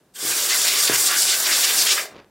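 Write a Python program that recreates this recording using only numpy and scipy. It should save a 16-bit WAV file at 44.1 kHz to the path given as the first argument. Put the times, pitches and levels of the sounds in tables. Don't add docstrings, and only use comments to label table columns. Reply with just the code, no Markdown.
import sys
import numpy as np
from scipy import signal
from scipy.io import wavfile

SR = 44100
rng = np.random.default_rng(int(sys.argv[2]) if len(sys.argv) > 2 else 0)


def bounce(signal):
    frames = np.transpose(np.atleast_2d(signal))
    limited = np.clip(frames, -1, 1)
    pcm = np.round(limited * 32767).astype(np.int16)
    wavfile.write(sys.argv[1], SR, pcm)


def decibels_to_gain(level_db):
    exponent = np.asarray(level_db, float) / 20
    return 10 ** exponent


N = 101429


def rms_one(x):
    return x / np.sqrt(np.mean(x ** 2) + 1e-20)


def at_hz(points, hz):
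    table_hz, level_db = np.transpose(points)
    return np.interp(np.log(hz), np.log(table_hz), level_db)


def drift(rate):
    r = np.exp(-32 * np.pi * rate / SR)
    settle = 3000
    slow = signal.lfilter([1], [1, -2 * r, r * r], rng.standard_normal(N // 16 + settle + 2))[settle:]
    return np.interp(np.arange(N) / 16, np.arange(len(slow)), rms_one(slow))


def bell(middle, length):
    edge_power = 3.2
    away = (np.arange(N) / SR - middle) / (length / 2)
    return np.exp(-.5 * np.abs(away) ** edge_power)


def clicks(rows):
    s, db = np.transpose(rows)
    out = np.zeros(N)
    out[(s * SR).astype(int)] = decibels_to_gain(db)
    return out


def ring(strokes, hz, t60):
    r = decibels_to_gain(-60 / (t60 * SR))
    w = 2 * np.pi * hz / SR
    return signal.lfilter([0, np.sin(w)], [1, -2 * r * np.cos(w), r * r], strokes + 1e-18)


def peak(x, hz, width):
    r = np.exp(-np.pi * width / SR)
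    feedback = [1, -2 * r * np.cos(2 * np.pi * hz / SR), r * r]
    return signal.lfilter((1 - r * r) / 2 * np.array([1, 0, -1]), feedback, x)


def sieve(x, order, hz, kind):
    return signal.sosfilt(signal.butter(order, hz, kind, fs=SR, output="sos"), x)


def bands():
    edges = 22 * 2 ** np.arange(0, 9.7, 1 / 3)
    white = rng.standard_normal((3, N))
    bank = []
    for k, (low, high) in enumerate(zip(edges, edges[1:])):
        bank.append((np.sqrt(low * high), sieve(white[k % 3], 2, [low, high], "band")))
    return bank


# (frequency [Hz], level [dB per Hz])
AIR_SPECTRUM = [(18, -41), (30, -11), (174, 0), (258, 0), (1120, -13), (1500, -15), (2110, -21),
                (14700, -28), (15900, -32)]


def still_air():
    level_db = -60
    noise = sum(decibels_to_gain(at_hz(AIR_SPECTRUM, hz)) * v for hz, v in bands())
    return decibels_to_gain(level_db) * rms_one(noise)


def workshop(x):
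    t60_s, wall_cut_hz = 0.32, 5600
    dull = np.exp(-2 * np.pi * wall_cut_hz / SR)
    out = np.zeros(N)
    lags = (rng.uniform(.012, .04, size=10) * SR).astype(int)
    for k, lag in enumerate(lags):
        loop, state = x.copy(), [0.]
        gain = decibels_to_gain(-60 * lag / SR / t60_s)
        for i in range(lag, N, lag):
            back, state = signal.lfilter([gain * (1 - dull)], [1, -dull], loop[i - lag:i], zi=state)
            loop[i:i + lag] += back[:N - i]
        out += (loop - x) * (-1) ** k
    return out


# (middle [s], length [s], level [dB], top [Hz])
HAND_RUSTLE = (2.16, .1, -48, 4000)


def rustle():
    middle, length, db, top_hz = HAND_RUSTLE
    dull_noise = signal.lfilter([1], [1, -.9], rng.standard_normal(N))
    rub = rms_one(sieve(dull_noise, 2, [140, top_hz], "band"))
    return decibels_to_gain(db + 2.5 * drift(60)) * bell(middle, length) * rub


# (time [s], level [dB])
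RELEASE_TICKS = [(2.1248, -38), (2.14, -44), (2.1476, -33), (2.1586, -36), (2.1648, -30), (2.1698, -33),
                 (2.1826, -35), (2.186, -36), (2.1913, -32), (2.2006, -34), (2.218, -44), (2.2455, -39)]


def release_ticks():
    body_hz, body_t60_s, body_db = 520, .008, -5
    ticks = signal.lfilter(np.hanning(11), 1, clicks(RELEASE_TICKS))
    return 1.1 * ticks + decibels_to_gain(body_db) / 3 * ring(ticks, body_hz, body_t60_s)


# (time [s], level [dB])
BENCH_BOOMS = [
    (.24, -49),
    (.29, -47.5),
    (.899, -37.5),
]


def bench_boom():
    hz, rise_t60_s, t60_s = 129, .05, .35
    blows = clicks(BENCH_BOOMS)
    return 2 * (ring(blows, hz, t60_s) - ring(blows, hz, rise_t60_s))


# (time [s], level [dB])
CAN_KNOCKS = [(.228, -36), (.238, -36), (.25, -33), (.365, -37), (.8968, -18), (.911, -37.5), (.923, -29),
              (1.05, -44.5), (1.4, -47), (1.49, -45), (1.75, -46.5)]
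# (frequency [Hz], level [dB], t60 [s])
CHASSIS_MODES = [(261.4, -41, 0.15), (335, -10, 0.089), (400, 3, .03), (474.1, 5.5, 0.014),
                 (650, -1.5, 0.018)]


def chassis_knocks():
    soft = signal.lfilter(np.hanning(44) / 22, 1, clicks(CAN_KNOCKS))
    modes = sum(decibels_to_gain(db) * ring(soft, hz, t60) for hz, db, t60 in CHASSIS_MODES)
    return sieve(modes, 2, 230, "high")


# (middle [s], length [s], level [dB], frequency [Hz], width [Hz])
STRAW_WHISTLES = [
    (0.172, 0.027, -43.5, 3240, 400),
    (0.253, 0.093, -38.5, 3430, 356),
    (0.239, 0.068, -38, 5070, 504),
    (0.171, 0.041, -46, 8200, 298),
    (0.178, .05, -56.5, 1690, 400),
    (1.425, 0.25, -34, 11030, 678),
]


def whistles():
    out = 0
    for middle, length, db, hz, width in STRAW_WHISTLES:
        tone = peak(peak(rng.standard_normal(N), hz, width), hz, width)
        out = out + decibels_to_gain(db) * bell(middle, length) * rms_one(tone)
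    return out


# (delay [s], wander [s], gain [ratio])
CHASSIS_WALLS = [(.0013, 0.00037, .2), (.0027, .0006, .25), (.0045, .0008, .25)]


def walls(x):
    n = np.arange(N)
    out = x
    for lag, wander, gain in CHASSIS_WALLS:
        delay = np.round(SR * (lag + wander * drift(4)))
        out = out + gain * np.interp(n - delay, n, x, left=0)
    return out


# (time [s], level [dB])
VALVE_LEVEL = [(.137, -64), (.158, -46), (.2, -36.5), (.27, -29.5), (.33, -28), (.54, -28.5), (.58, -28),
               (.69, -27), (.82, -28), (.92, -28), (1.05, -28.5), (1.14, -28.5), (1.22, -29.5), (1.62, -26),
               (1.7, -26), (1.78, -26), (1.96, -28), (2.03, -36.5)]
# (frequency [Hz], level [dB per Hz])
JET_COLOUR = [(59, -44), (100, -22.5), (229, -15.5), (423, -9), (1330, -8.5), (1540, -5), (2310, -8.5),
              (7580, -1.5), (15900, -7.5)]
# (middle [s], length [s], level [dB], centre [Hz])
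STRUCK_PARTS = [(0.328, 0.026, -29, 2800), (0.412, 0.068, -27, 5400), (0.527, 0.048, -25, 1740),
                (0.526, 0.054, -22, 5030), (.575, 0.031, -21, 7400), (0.624, 0.052, -21, 5400),
                (0.682, 0.04, -21.5, 3550), (0.75, 0.15, -26, 2800), (0.814, 0.089, -19.5, 6700),
                (0.879, 0.011, -20, 3500), (0.924, .07, -24, 1810), (0.958, 0.032, -26, 4080),
                (1.018, 0.15, -21.5, 7900), (1.102, 0.11, -25, 5230), (1.124, 0.065, -23, 1890),
                (1.212, 0.072, -18, 6700), (1.302, 0.09, -21, 5400), (1.315, 0.073, -23.5, 2800),
                (1.458, 0.024, -20, 4400), (1.5, 0.092, -26.5, 2020), (1.541, 0.046, -19, 4500),
                (1.62, 0.056, -23.5, 6200), (1.642, 0.02, -19, 4150), (1.679, 0.082, -24, 2910),
                (1.807, 0.057, -19, 5300), (1.884, 0.039, -20, 3100), (1.917, 0.03, -16.5, 4260),
                (1.987, 0.037, -23.5, 1950), (2.024, 0.11, -40.5, 556), (0.172, 0.038, -47.5, 2800)]
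# (frequency
# [Hz], width [Hz], gain [ratio])
CAVITY_MODES = [(401, 110, 0.52), (1170, 80.3, 0.59), (1640, 330, 0.28), (2070, 130, 0.27),
                (2800, 180, 0.16), (3540, 177, 0.46), (4650, 530, 0.45), (5570, 300, 0.6),
                (7320, 600, 0.54), (8930, 660, 0.24), (10010, 710, -0.14), (11340, 290, 0.29),
                (15500, 500, .5)]


def jet(slow_db, sputter_db, own_db):
    lift_db, full_db = 4, -43.5
    shut_s, shut_db_per_s = 2.0366, 296
    t = np.arange(N) / SR
    s, db = np.transpose(VALVE_LEVEL)
    shutting_db = shut_db_per_s * np.maximum(t - shut_s, 0)
    valve = decibels_to_gain(lift_db + np.interp(t, s, db, left=-90) - shutting_db)
    thin = np.where(t < 1, np.minimum(valve / decibels_to_gain(full_db + lift_db), 1), 1)
    closing = np.where(t > 1.97, np.minimum(valve / decibels_to_gain(db[-2] + lift_db), 1), 1)

    bank = bands()
    colour = np.array([decibels_to_gain(at_hz(JET_COLOUR, hz)) for hz, _ in bank])
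    colour = colour / np.sqrt(sum(g ** 2 * np.mean(v ** 2) for g, (_, v) in zip(colour, bank)))

    swells = np.array([decibels_to_gain(level) * bell(middle, length) for middle, length, level, _ in STRUCK_PARTS]) ** 2
    centre_hz = np.array(STRUCK_PARTS)[:, 3]
    shade = 4 * (centre_hz < 3000) @ np.sqrt(swells)
    low_narrowing = (centre_hz / 4000) ** 0.15

    shared_db = slow_db * drift(37) + sputter_db * drift(170)
    out = 0
    for g, (hz, noise) in zip(colour, bank):
        away = np.log2(hz / centre_hz)
        octaves = np.where(away < 0, 0.76, 0.66)
        away = away / octaves / low_narrowing
        struck_power = (np.exp(-away ** 2) * SR / 2 / centre_hz / 1.51) @ swells
        treble_lead = 0.28 / (1 + (6000 / hz) ** 2)
        bass_lag = 2.5 / (1 + (hz / 1200) ** 4)
        free = g * valve * closing ** treble_lead * thin ** bass_lag
        free_power = free ** 2 / (1 + shade * hz / (hz + 7600.0))
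        unsteady = decibels_to_gain(shared_db + own_db * drift(25))
        out = out + np.sqrt(free_power + struck_power) * unsteady * noise
    for hz, width, gain in CAVITY_MODES:
        out = out + gain * peak(out, hz, width)
    return out


def scene():
    room_db, side_db = -15, -73.5
    spray = walls(jet(slow_db=1.0, sputter_db=0.0, own_db=1.2)) + whistles()
    near = spray + chassis_knocks() + bench_boom() + release_ticks() + rustle()
    air = still_air()
    room = decibels_to_gain(room_db) * workshop(near)
    side = decibels_to_gain(side_db) * rng.standard_normal(N) * [[1], [-1]]
    return near + room + air + side


def top_cut(x):
    return signal.sosfilt(signal.butter(12, 16090, fs=SR, output="sos"), x)


def record(dry):
    low_hz, top_hz = 40.5, 15830
    x = sieve(dry, 1, low_hz, "high")
    steep = signal.ellip(14, .3, 80, top_hz, fs=SR, output="sos")
    return top_cut(signal.sosfilt(steep, x))


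dry = scene()
out = record(dry)
bounce(out)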